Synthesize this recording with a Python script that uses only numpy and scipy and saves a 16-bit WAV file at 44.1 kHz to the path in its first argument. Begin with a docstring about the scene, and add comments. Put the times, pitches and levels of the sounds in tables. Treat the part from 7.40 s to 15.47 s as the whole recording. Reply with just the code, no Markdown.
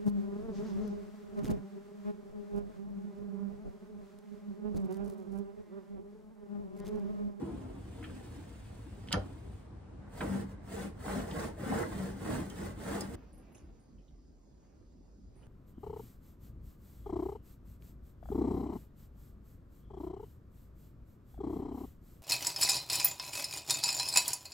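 """By a window over a street, a hand slides the sash along its track; the latch snaps and the frame thuds.
A slatted blind is then pulled repeatedly by its cord: cord hiss and gear rattle over a booming head rail.
A cut follows to a quiet room with a soft rustle and faint ticks. Friction is shaped random stick-slip,
impacts are noise cracks ringing resonances, and the air is drifting noise.
Two microphone ports hear the near sounds a little apart in phase."""
import sys
import numpy as np
from scipy import signal
from scipy.fft import rfft, irfft, next_fast_len
from scipy.io import wavfile
from scipy.ndimage import uniform_filter1d

SR = 44100
rng = np.random.default_rng(int(sys.argv[2]) if len(sys.argv) > 2 else 0)


def log_audio(samples):
    """Write samples as a 16-bit WAV file to the path given in sys.argv[1]."""
    # one column per channel
    frames = np.atleast_2d(samples).T
    # limit to full scale, then quantise
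    limited = np.clip(frames, -1, 1)
    pcm = np.round(limited * 32767).astype(np.int16)
    wavfile.write(sys.argv[1], SR, pcm)


N = 355874

CUT_S, HANDOVER_S = 5.757, 2.58  # cut to the quiet room; the hand leaves the sash for the cord
CLOCK_S = np.arange(N) / SR
SIZE = next_fast_len(N + SR)  # leaves space for the reflections
HZ = np.fft.rfftfreq(SIZE, 1 / SR)


def amp(db):
    """Turn dB into a linear gain."""
    return 10 ** (np.asarray(db) / 20)


def evened(x):
    """Bring a sound to an RMS of one."""
    return x / np.sqrt(np.mean(x ** 2) + 1e-20)


def read(points, hz):
    """Read a curve along a logarithmic frequency axis."""
    f, value = np.transpose(points)
    return np.interp(np.log(hz + 1), np.log(f + 1), value)


def levels(rows):
    """Gains over time from the dB columns of a curve."""
    s, *columns = np.transpose(rows)
    return [amp(np.interp(CLOCK_S, s, column)) for column in columns]


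def bumps(modes, hz):
    """Resonant peaks in dB over a flat response."""
    return sum(db / (1 + (2 * (hz - f) / width) ** 2) for f, width, db in modes)


def causal(db):
    """Minimum-phase impulse response for a dB gain given on an FFT grid."""
    log_gain = np.log(amp(np.maximum(db, -100)))
    full = np.concatenate([log_gain, log_gain[-2:0:-1]])
    return np.fft.ifft(np.exp(np.conj(signal.hilbert(full)))).real


def colour(x, points, modes=()):
    """Filter a sound through a spectrum and resonances, then even its level."""
    hz = np.fft.rfftfreq(16384, 1 / SR)
    response = causal(read(points, hz) + bumps(modes, hz))[:8192]
    return evened(signal.oaconvolve(x, response)[:N])


def slips(per_s, spread_db):
    """Stick-slip: random clicks of either sign, a few of them large."""
    chance = rng.random(N)
    size = rng.exponential(1, N)
    sign = rng.choice([-1, 1], N)
    return (chance < per_s / SR) * sign * amp(spread_db * np.minimum(size, 4))


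def judder(hz, depth_db):
    """A gain that wobbles at random below a given rate, as under an uneven grip."""
    lowpass = signal.butter(2, hz, fs=SR, output="sos")
    wobble = signal.sosfilt(lowpass, rng.standard_normal(N))
    return amp(depth_db * evened(wobble))


def add(mix, s, sound):
    """Lay a sound into the mix at a time in seconds."""
    part = mix[round(s * SR):][:len(sound)]
    part += sound[:len(part)]


def air(points, same, phase, patchy_db):
    """Background noise with drifting patches, partly alike at both ports."""
    frames, hz = N // 512 + 5, np.fft.rfftfreq(2048, 1 / SR)
    a, b, c, d, patches = rng.standard_normal((frames, 1025, 5)).T
    patches = uniform_filter1d(patches, size=12, axis=0)  # across frequency
    patches = evened(uniform_filter1d(patches, size=6, axis=1))  # across time
    like = np.clip(read(same, hz), -1, 1)[:, None]
    lag = np.exp(-1j * read(phase, hz))[:, None]
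    left = a + 1j * b
    right = like * lag * left + np.sqrt(1 - like ** 2) * (c + 1j * d)
    gain = amp(read(points, hz)[:, None] + patchy_db * patches)
    return evened(signal.istft(np.array([left, right]) * gain, nperseg=2048, noverlap=1536)[1][:, :N])


# Port spacing by the window: (frequency [Hz], left lead [rad])
PORT_PHASE = [(200, 0), (900, -.8), (1720, .3), (4900, 1.6), (5860, 3.6), (8350, 6.2), (9000, 6.36),
              (11300, 9.33), (12850, 9.52), (14600, 12.5), (16000, 12.6)]
# Port balance: (frequency [Hz], left minus right [dB])
PORT_BALANCE = [(110, 1.5), (500, -3), (1300, -1), (6500, -3), (8300, 0)]
# Reflections against direct sound, before each source's offset: (frequency [Hz], level [dB])
WET = [(130, -23), (350, 6.5), (4500, -1), (6500, 5.5), (8300, -26.5), (10000, 14), (11500, -15.5),
       (12700, -38), (13600, -15), (14800, -19)]
# Room decay: (frequency [Hz], time to fall 60 dB [s])
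ROOM_T60 = [(200, 0.21), (1000, 0.22), (4000, 0.23), (12000, 0.083)]
NEAR_T60_S, LATE_DB = 0.045, -5.5  # reflections off sill and glass die first; the room follows


def ports(x, phase, wet_db=0):
    """Direct sound with the phase and balance of the port pair, plus reflections that differ per side."""
    hz, t, noise = signal.stft(rng.standard_normal((6, 2, SR // 2)), SR, nperseg=128)
    decay = amp(-60 * t / NEAR_T60_S) + amp(LATE_DB - 60 * t / read(ROOM_T60, hz)[:, None])
    tails = signal.istft(noise * decay, SR, nperseg=128)[1]
    tails = np.pad(tails, ((0, 0), (0, 0), (80, 0)))  # predelay in samples
    tails /= np.linalg.norm(tails, axis=2, keepdims=True)
    # the source moves, so the reflection pattern drifts among six
    rates_hz = np.repeat([[2.3], [3.7], [5.9]], 2, 0)
    turn = 2 * np.pi * CLOCK_S * rates_hz + np.pi / 2 * np.arange(6)[:, None]
    weights = np.cos(turn) / np.sqrt(3)
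    echo = sum(rfft(x * weight, SIZE) * rfft(tail, SIZE) for weight, tail in zip(weights, tails))
    half = amp(read(PORT_BALANCE, HZ) / 2) * np.exp(.5j * read(phase, HZ))
    direct = np.array([half, 1 / half]) * rfft(x, SIZE)
    wet = amp(read(WET, HZ) + wet_db)
    return irfft((direct + wet * echo) / np.sqrt(1 + wet ** 2), SIZE)[:, :N]


# Street tone through the window, relative: (frequency [Hz], density [dB per Hz])
STREET = [(35, -1), (50, 0), (90, 2.5), (175, -12), (295, -18), (360, -21), (1040, -26), (2760, -41.5),
          (8800, -52), (16000, -73)]
# Stereo likeness of the street: (frequency [Hz], left-right likeness [0-1])
STREET_SAME = [(150, 0.96), (500, 0.36), (5500, 0.095), (8300, 0.39)]


def street():
    """Street noise through the window, low and broad, a touch louder on the left."""
    left_right_db = [[-47.2], [-48.2]]
    return amp(left_right_db) * air(STREET, STREET_SAME, PORT_PHASE, patchy_db=1.0)


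# Sash moves before and after the latch: (time [s], rumble level [dB], hiss level [dB])
SLIDE = [(0.0, -38, -65.5), (0.31, -45.5, -69), (0.42, -51, -68), (0.65, -48.5, -62.5),
         (1.03, -49.5, -63.5), (1.21, -56.5, -66), (1.86, -49, -67), (2.2, -56, -70.5), (2.4, -56, -99)]
# Track rumble tone, relative: (frequency [Hz], density [dB per Hz])
SASH = [(60, -5), (140, -6), (290, -1.5), (500, -14), (1020, -20.5), (3000, -53.5), (9000, -82.5)]
# Brush seal tone, relative: (frequency [Hz], density [dB per Hz])
SEAL = [(800, -17), (1500, -1.5), (3100, -5.5), (5800, -12), (9000, -10), (16000, -20.5)]
# Rings of head rail and wall; the lowest five also colour the sash: (frequency [Hz], width [Hz], boost [dB])
RAIL = [(90, 16, 6), (196, 16, 6), (254, 16, 4), (336, 16, 5), (465, 25, 6), (592, 20, 5), (826, 50, 4),
        (1060, 35, 5), (1550, 50, 4)]


def sash():
    """Rollers rumble in the track while the brush seal hisses, both as stick-slip clicks."""
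    rumble, hiss = levels(SLIDE)
    rollers = colour(slips(900, 3.34), SASH, RAIL[:5])
    brush = evened(judder(48, 1.0) * colour(slips(9000, 1.1), SEAL))
    return rumble * rollers + hiss * brush


CRACK_RISE_S, CRACK_RISE_CYCLES = 0.0014, .8  # low knocks swell more slowly
BLOW = 0.48  # the single sharp contact inside each crack, beside its grit


def cracks(rows, modes):
    """Short noise cracks, each ringing the modes of the thing that is struck."""
    out, t, hz = np.zeros(N), np.arange(8192) / SR, np.fft.rfftfreq(8192, 1 / SR)
    for s, db, centre_hz, spread, t60 in rows:
        rise = 1 - np.exp(-t / (CRACK_RISE_S + CRACK_RISE_CYCLES / centre_hz))
        crack = rng.standard_normal(len(t)) * amp(-60 * t / max(t60, .005)) * rise
        crack[round(CRACK_RISE_S * SR)] += BLOW * np.linalg.norm(crack)
        octaves = np.log2(np.maximum(hz, 20) / centre_hz)
        ring = causal(bumps(modes, hz) - 6 * (octaves / spread) ** 2)
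        knock = signal.fftconvolve(crack, ring[:2048])[:len(t)]
        add(out, s, amp(db) * knock / abs(knock).max())
    return out


# Latch and sash knocks: (time [s], peak level [dB], centre [Hz], spread [octaves], time to fall 60 dB [s])
KNOCKS = [(0.615, -60, 2480, 1.2, 0.034), (.626, -43.5, 1860, 0.46, 0.08), (.640, -38.5, 1900, 0.68, 0.061),
          (0.697, -50, 1540, 0.61, 0.054), (1.673, -49, 2520, 1.2, 0.021),
          (1.6855, -36.5, 2540, 0.66, 0.0093), (1.708, -36, 607, 0.93, 0.18),
          (1.706, -45, 3100, 0.57, 0.0095), (1.716, -31.5, 1800, 0.93, 0.09),
          (1.7205, -30, 2500, 1.8, 0.061), (1.7262, -16.5, 3500, 1.08, 0.011),
          (1.735, -23.5, 600, 0.9, 0.24), (1.7395, -20.5, 1150, 0.87, 0.016), (1.768, -26, 398, 0.7, 0.06)]
# Latch rings: (frequency [Hz], width [Hz], boost [dB])
LATCH = [(1380, 83, 6), (1660, 320, 2.5), (3150, 400, 9.5), (4800, 450, 8), (9150, 310, -0.5)]


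def latch_knocks():
    """Latch and sash crack against each other, ringing the latch metal."""
    return cracks(KNOCKS, LATCH)


# Frame modes: (frequency [Hz], width [Hz], level before the onset fade [dB])
FRAME = [(62.6, 6.1, -33), (98, 6.1, -26.5), (170, 44, -13), (195.4, 8.5, -30), (289, 30, -23),
         (450, 16, -31.5)]


def frame_thud():
    """The frame answers the closing blow with a slower thud of decaying sines."""
    out, t = np.zeros(N), np.arange(SR // 2) / SR
    thud = 0
    for db, width, f in [(db, width, f) for f, width, db in FRAME]:
        thud = thud + amp(db) * np.exp(-np.pi * width * t) * np.sin(2 * np.pi * (f * t + rng.random()))
    add(out, 1.735, thud * (1 - np.exp(-t / .01)))  # the sash meets the frame
    return out


# Pulls on the cord, hand over hand; levels are before swell and sag: (full speed before lag [s], hold [s],
# swell before each layer's share [dB], start briskness [factor], stop briskness [factor],
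# rail boom level [dB], gear rattle level [dB], cord hiss level [dB], rail hum level [dB])
PULLS = [(2.798, 0.21, -1.5, 0.78, 1.4, -40, -46, -56, -38),
         (3.114, 0.0061, -3.5, 0.98, 2, -47, -61, -68.5, -59),
         (3.336, .12, -2.5, 0.87, 1.2, -45, -47, -55, -46.5),
         (3.665, 0.12, 3, 0.74, 0.59, -40, -38.5, -49.5, -39.5),
         (3.9, 0.14, 6.5, 0.71, 0.83, -40, -40, -50, -54),
         (4.22, 0.18, 9, 0.99, 0.87, -34.5, -34.5, -47, -39),
         (4.501, 0.18, 1.5, 0.53, 0.66, -40.5, -45.5, -54.5, -40.5),
         (4.83, 0.11, 8, 0.53, 0.34, -36, -37.5, -48, -41.5),
         (5.12, 0.14, 7, 0.32, 0.73, -42.5, -44, -52.5, -46),
         (5.429, 0.11, 6.5, 0.74, 0.27, -39.5, -38.5, -48.5, -42.5),
         (5.71, 0.076, 7.5, 0.51, .9, -42.5, -46.5, -53.5, -55)]
# how each layer answers a pull, in the order boom, rattle, hiss, hum
RISE_DB_PER_S, FALL_DB_PER_S = (149, 131, 133, 160), (107, 150, 144, 120)  # before briskness and steepening
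SWELL_SHARE = (0.48, 1, 1.0, 0.18)  # part of the swell taken
ARCH_DB = (1.5, 2.35, 0.93, 7.4)  # sag towards both ends of the hold
REST_DB = (-54, -64, -99, -56.5)  # the blind still sways between pulls
LAG_S = (0.02, 0.0046, 0.001, 0.039)  # rail and gears take up the pull after the cord
STEEPEN_S = 0.1  # the further from the hold, the faster the sound drops away


def pulled(layer):
    """Gain of one layer: each pull rises, holds with a swell, and falls; their powers add."""
    t = np.arange(0, N / SR, .001)
    power = amp(REST_DB[layer]) ** 2
    for s, held, swell_db, start, stop, *top_db in PULLS:
        s = s + min(LAG_S[layer], held / 2)
        u = np.clip((t - s) / held, 0, 1)  # progress through the hold
        db = top_db[layer] - SWELL_SHARE[layer] * swell_db * (1 - u) - ARCH_DB[layer] * (2 * u - 1) ** 2
        early, late = np.maximum(s - t, 0), np.maximum(t - s - held, 0)
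        db = db - start * RISE_DB_PER_S[layer] * early * (1 + early / STEEPEN_S)
        db = db - stop * FALL_DB_PER_S[layer] * late * (1 + late / STEEPEN_S)
        power = power + amp(db) ** 2
    return np.interp(CLOCK_S, t, np.sqrt(power))


# Rail boom tone, relative: (frequency [Hz], density [dB per Hz])
BOOM = [(40, 0), (100, -2.5), (150, 2.5), (300, 1.5), (500, -15.5), (3000, -80.5)]
# Gear rattle tone, relative: (frequency [Hz], density [dB per Hz])
RATTLE = [(200, -24.5), (420, -2.5), (800, -9.5), (1000, -12), (2050, -14.5), (2350, -33.5), (6000, -74)]
# Cord hiss tone, relative: (frequency [Hz], density [dB per Hz])
CORD = [(1200, -23), (2400, -4), (6000, -8.5), (9000, -6.5), (16000, -14)]
HUM_HZ, HUM_WANDER_DB = 196, 0.4  # pitch of one rail ring; its random stray as a frequency ratio in dB


def blind():
    """The cord slips over its pulley, gears rattle, the head rail booms and hums."""
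    boom, rattle, hiss, hum = map(pulled, range(4))
    grip = evened(judder(37.6, 0.97))  # shared by rattle and hiss
    pitch_hz = HUM_HZ * judder(44.0, HUM_WANDER_DB)
    tone = np.sin(2 * np.pi * np.cumsum(pitch_hz) / SR) * evened(judder(3.2, 0.57))
    rail = colour(slips(1000, 3.0), BOOM, RAIL)
    gears = colour(slips(1100, 2.55), RATTLE, RAIL)
    cord = colour(slips(12000, 0.81), CORD)
    return boom * rail + hum * evened(tone) + rattle * grip * gears + hiss * grip * cord


SLATS_DB = -5.5  # slat taps beside the gear rattle
SLAT_LOW_HZ, SLAT_HIGH_HZ, SLAT_CYCLES = 408.8, 2133, 12  # range of pitches, length of ring


def slat_taps(count=20):
    """Slats tap each other as the gears rattle, each with a short ring of its own pitch."""
    taps, which, out = slips(220, 2.55), rng.integers(0, count, N), np.zeros(N)
    for k, hz in enumerate(np.geomspace(SLAT_LOW_HZ, SLAT_HIGH_HZ, count)):
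        turns = np.arange(2048) * hz / SR
        ring = turns * np.exp(-4 * turns / SLAT_CYCLES) * np.sin(2 * np.pi * turns)
        out += signal.oaconvolve(taps * (which == k), ring / np.sqrt(hz))[:N]
    return amp(SLATS_DB) * pulled(1) * (CLOCK_S > HANDOVER_S) * evened(out)


# The blind catches and clacks: (time [s], peak level [dB], centre [Hz], spread [octaves],
# time to fall 60 dB [s])
CLACKS = [(2.674, -54, 980, 0.54, 0.019), (2.806, -26.5, 980, 1.05, 0.054), (2.823, -28, 302, 1.34, 0.17),
          (3.68, -29.5, 870, 0.79, 0.34), (3.91, -39, 2550, 0.84, 0.037), (3.995, -40, 4770, 0.32, .08),
          (4.316, -27.5, 820, 0.2, 0.016), (4.43, -34, 1550, 0.33, 0.03), (4.848, -38.5, 885, 0.92, 0.1),
          (5.099, -38, 7500, 1.1, 0.0084), (5.1, -48.5, 3120, .2, 0.02), (5.607, -26.5, 8400, 0.77, 0.018),
          (5.608, -38, 4950, 0.15, .03)]
# Plastic grip on the cord: (frequency [Hz], width [Hz], boost [dB])
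GRIP = [(3120, 61, 9), (4950, 65, 9)]


def blind_clacks():
    """The blind catches and clacks, ringing the head rail and the cord's grip."""
    return cracks(CLACKS, RAIL + GRIP)


# Quiet room tone, relative: (frequency [Hz], density [dB per Hz])
QUIET = [(35, -4.5), (55, -2), (80, -16.5), (250, -17), (770, -36), (2600, -54), (4000, -52), (4900, -44.5),
         (5500, -49), (7000, -46), (8500, -59.5), (11500, -68)]
# Stereo likeness of the quiet room: (frequency [Hz], left-right likeness [0-1])
QUIET_SAME = [(150, 0.86), (500, 0.26), (3500, 0.071), (5000, 0.44), (7500, 0.9)]
# Port spacing in the quiet room: (frequency [Hz], left lead [rad])
QUIET_PHASE = [(5000, 0), (7300, -3.14), (8600, -4.1), (10000, -6.2), (16000, -6.3)]


def room_tone():
    """The quiet room's air, a low patchy noise bed."""
    return amp(-54) * air(QUIET, QUIET_SAME, QUIET_PHASE, patchy_db=2.4)


# A soft rustle: (time [s], level [dB])
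RUSTLE = [(5.79, -55), (5.92, -62), (6.16, -59), (6.5, -71.5), (7.07, -87), (7.24, -66), (7.85, -88),
          (7.96, -64.5), (8.05, -57.5)]
# Rustle tone, relative: (frequency [Hz], density [dB per Hz])
CLOTH = [(300, 20), (800, 7.5), (2700, -6.5), (6500, -26.5)]


def rustle():
    """Cloth rustles softly: stick-slip clicks with a dark colour."""
    return levels(RUSTLE)[0] * colour(slips(1500, 2.2), CLOTH)


# Faint ticks, one row per band that rings: (time [s], level before onset fade and decay [dB],
# centre [Hz], time to fall 60 dB [s])
TICKS = [(5.929, -66.5, 9450, .15), (5.944, -73, 10840, .15), (5.977, -69, 10300, 0.17),
         (6.028, -78, 2530, 1.1), (6.12, -75, 11300, .16), (6.148, -61.5, 2700, 0.044),
         (6.147, -58, 6640, 0.06), (6.148, -67, 9600, .24), (6.169, -65, 3460, 0.035),
         (6.179, -64, 6300, 0.089), (6.18, -66, 2800, .04), (6.194, -70, 2500, .08),
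         (6.395, -78, 9100, .29), (6.583, -74, 2850, 0.11), (6.68, -71.5, 3370, 0.059),
         (7.955, -77, 9200, 1), (8.029, -65.5, 2900, .04)]
TICK_WIDTH = 0.18  # bandwidth as a share of the centre


def ticks():
    """Small dull or bright taps, each a dying puff of band noise."""
    out, t, hz = np.zeros(N), np.arange(8192) / SR, np.fft.rfftfreq(8192, 1 / SR)
    onset = 1 - np.exp(-t / 0.00051)
    for s, db, f, t60 in TICKS:
        band_shape = np.exp(-((hz / f - 1) / TICK_WIDTH) ** 2)
        band = irfft(rfft(rng.standard_normal(len(t))) * band_shape)
        add(out, s, amp(db) * evened(band) * amp(-60 * t / t60) * onset)
    return out


def scene():
    """Window and blind over the street, then a cut to the quiet room."""
    before = np.clip((CUT_S - CLOCK_S) / .004, 0, 1)
    handover = np.clip((CLOCK_S - HANDOVER_S) / .04, 0, 1)
    rubbing = (1 - handover) * sash() + handover * blind()
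    impacts = latch_knocks() + frame_thud() + slat_taps() + blind_clacks()
    window = street() + ports(rubbing, PORT_PHASE) + ports(impacts, PORT_PHASE, wet_db=-5.5)
    room = room_tone() + ports(rustle() + ticks(), QUIET_PHASE, wet_db=-1.5)
    return before * window + (1 - before) * room * amp([[-.6], [.6]])  # the room leans right


def record(dry):
    """A steep rumble filter, then the band limit of the recorder."""
    rumble_cut = signal.butter(14, 39, "high", fs=SR, output="sos")
    firm = signal.sosfilt(rumble_cut, dry)
    band_limit = signal.firwin(511, 15800, window=("kaiser", 9), fs=SR)
    return signal.oaconvolve(firm, band_limit[None], "same")


dry = scene()
out = record(dry)
log_audio(out)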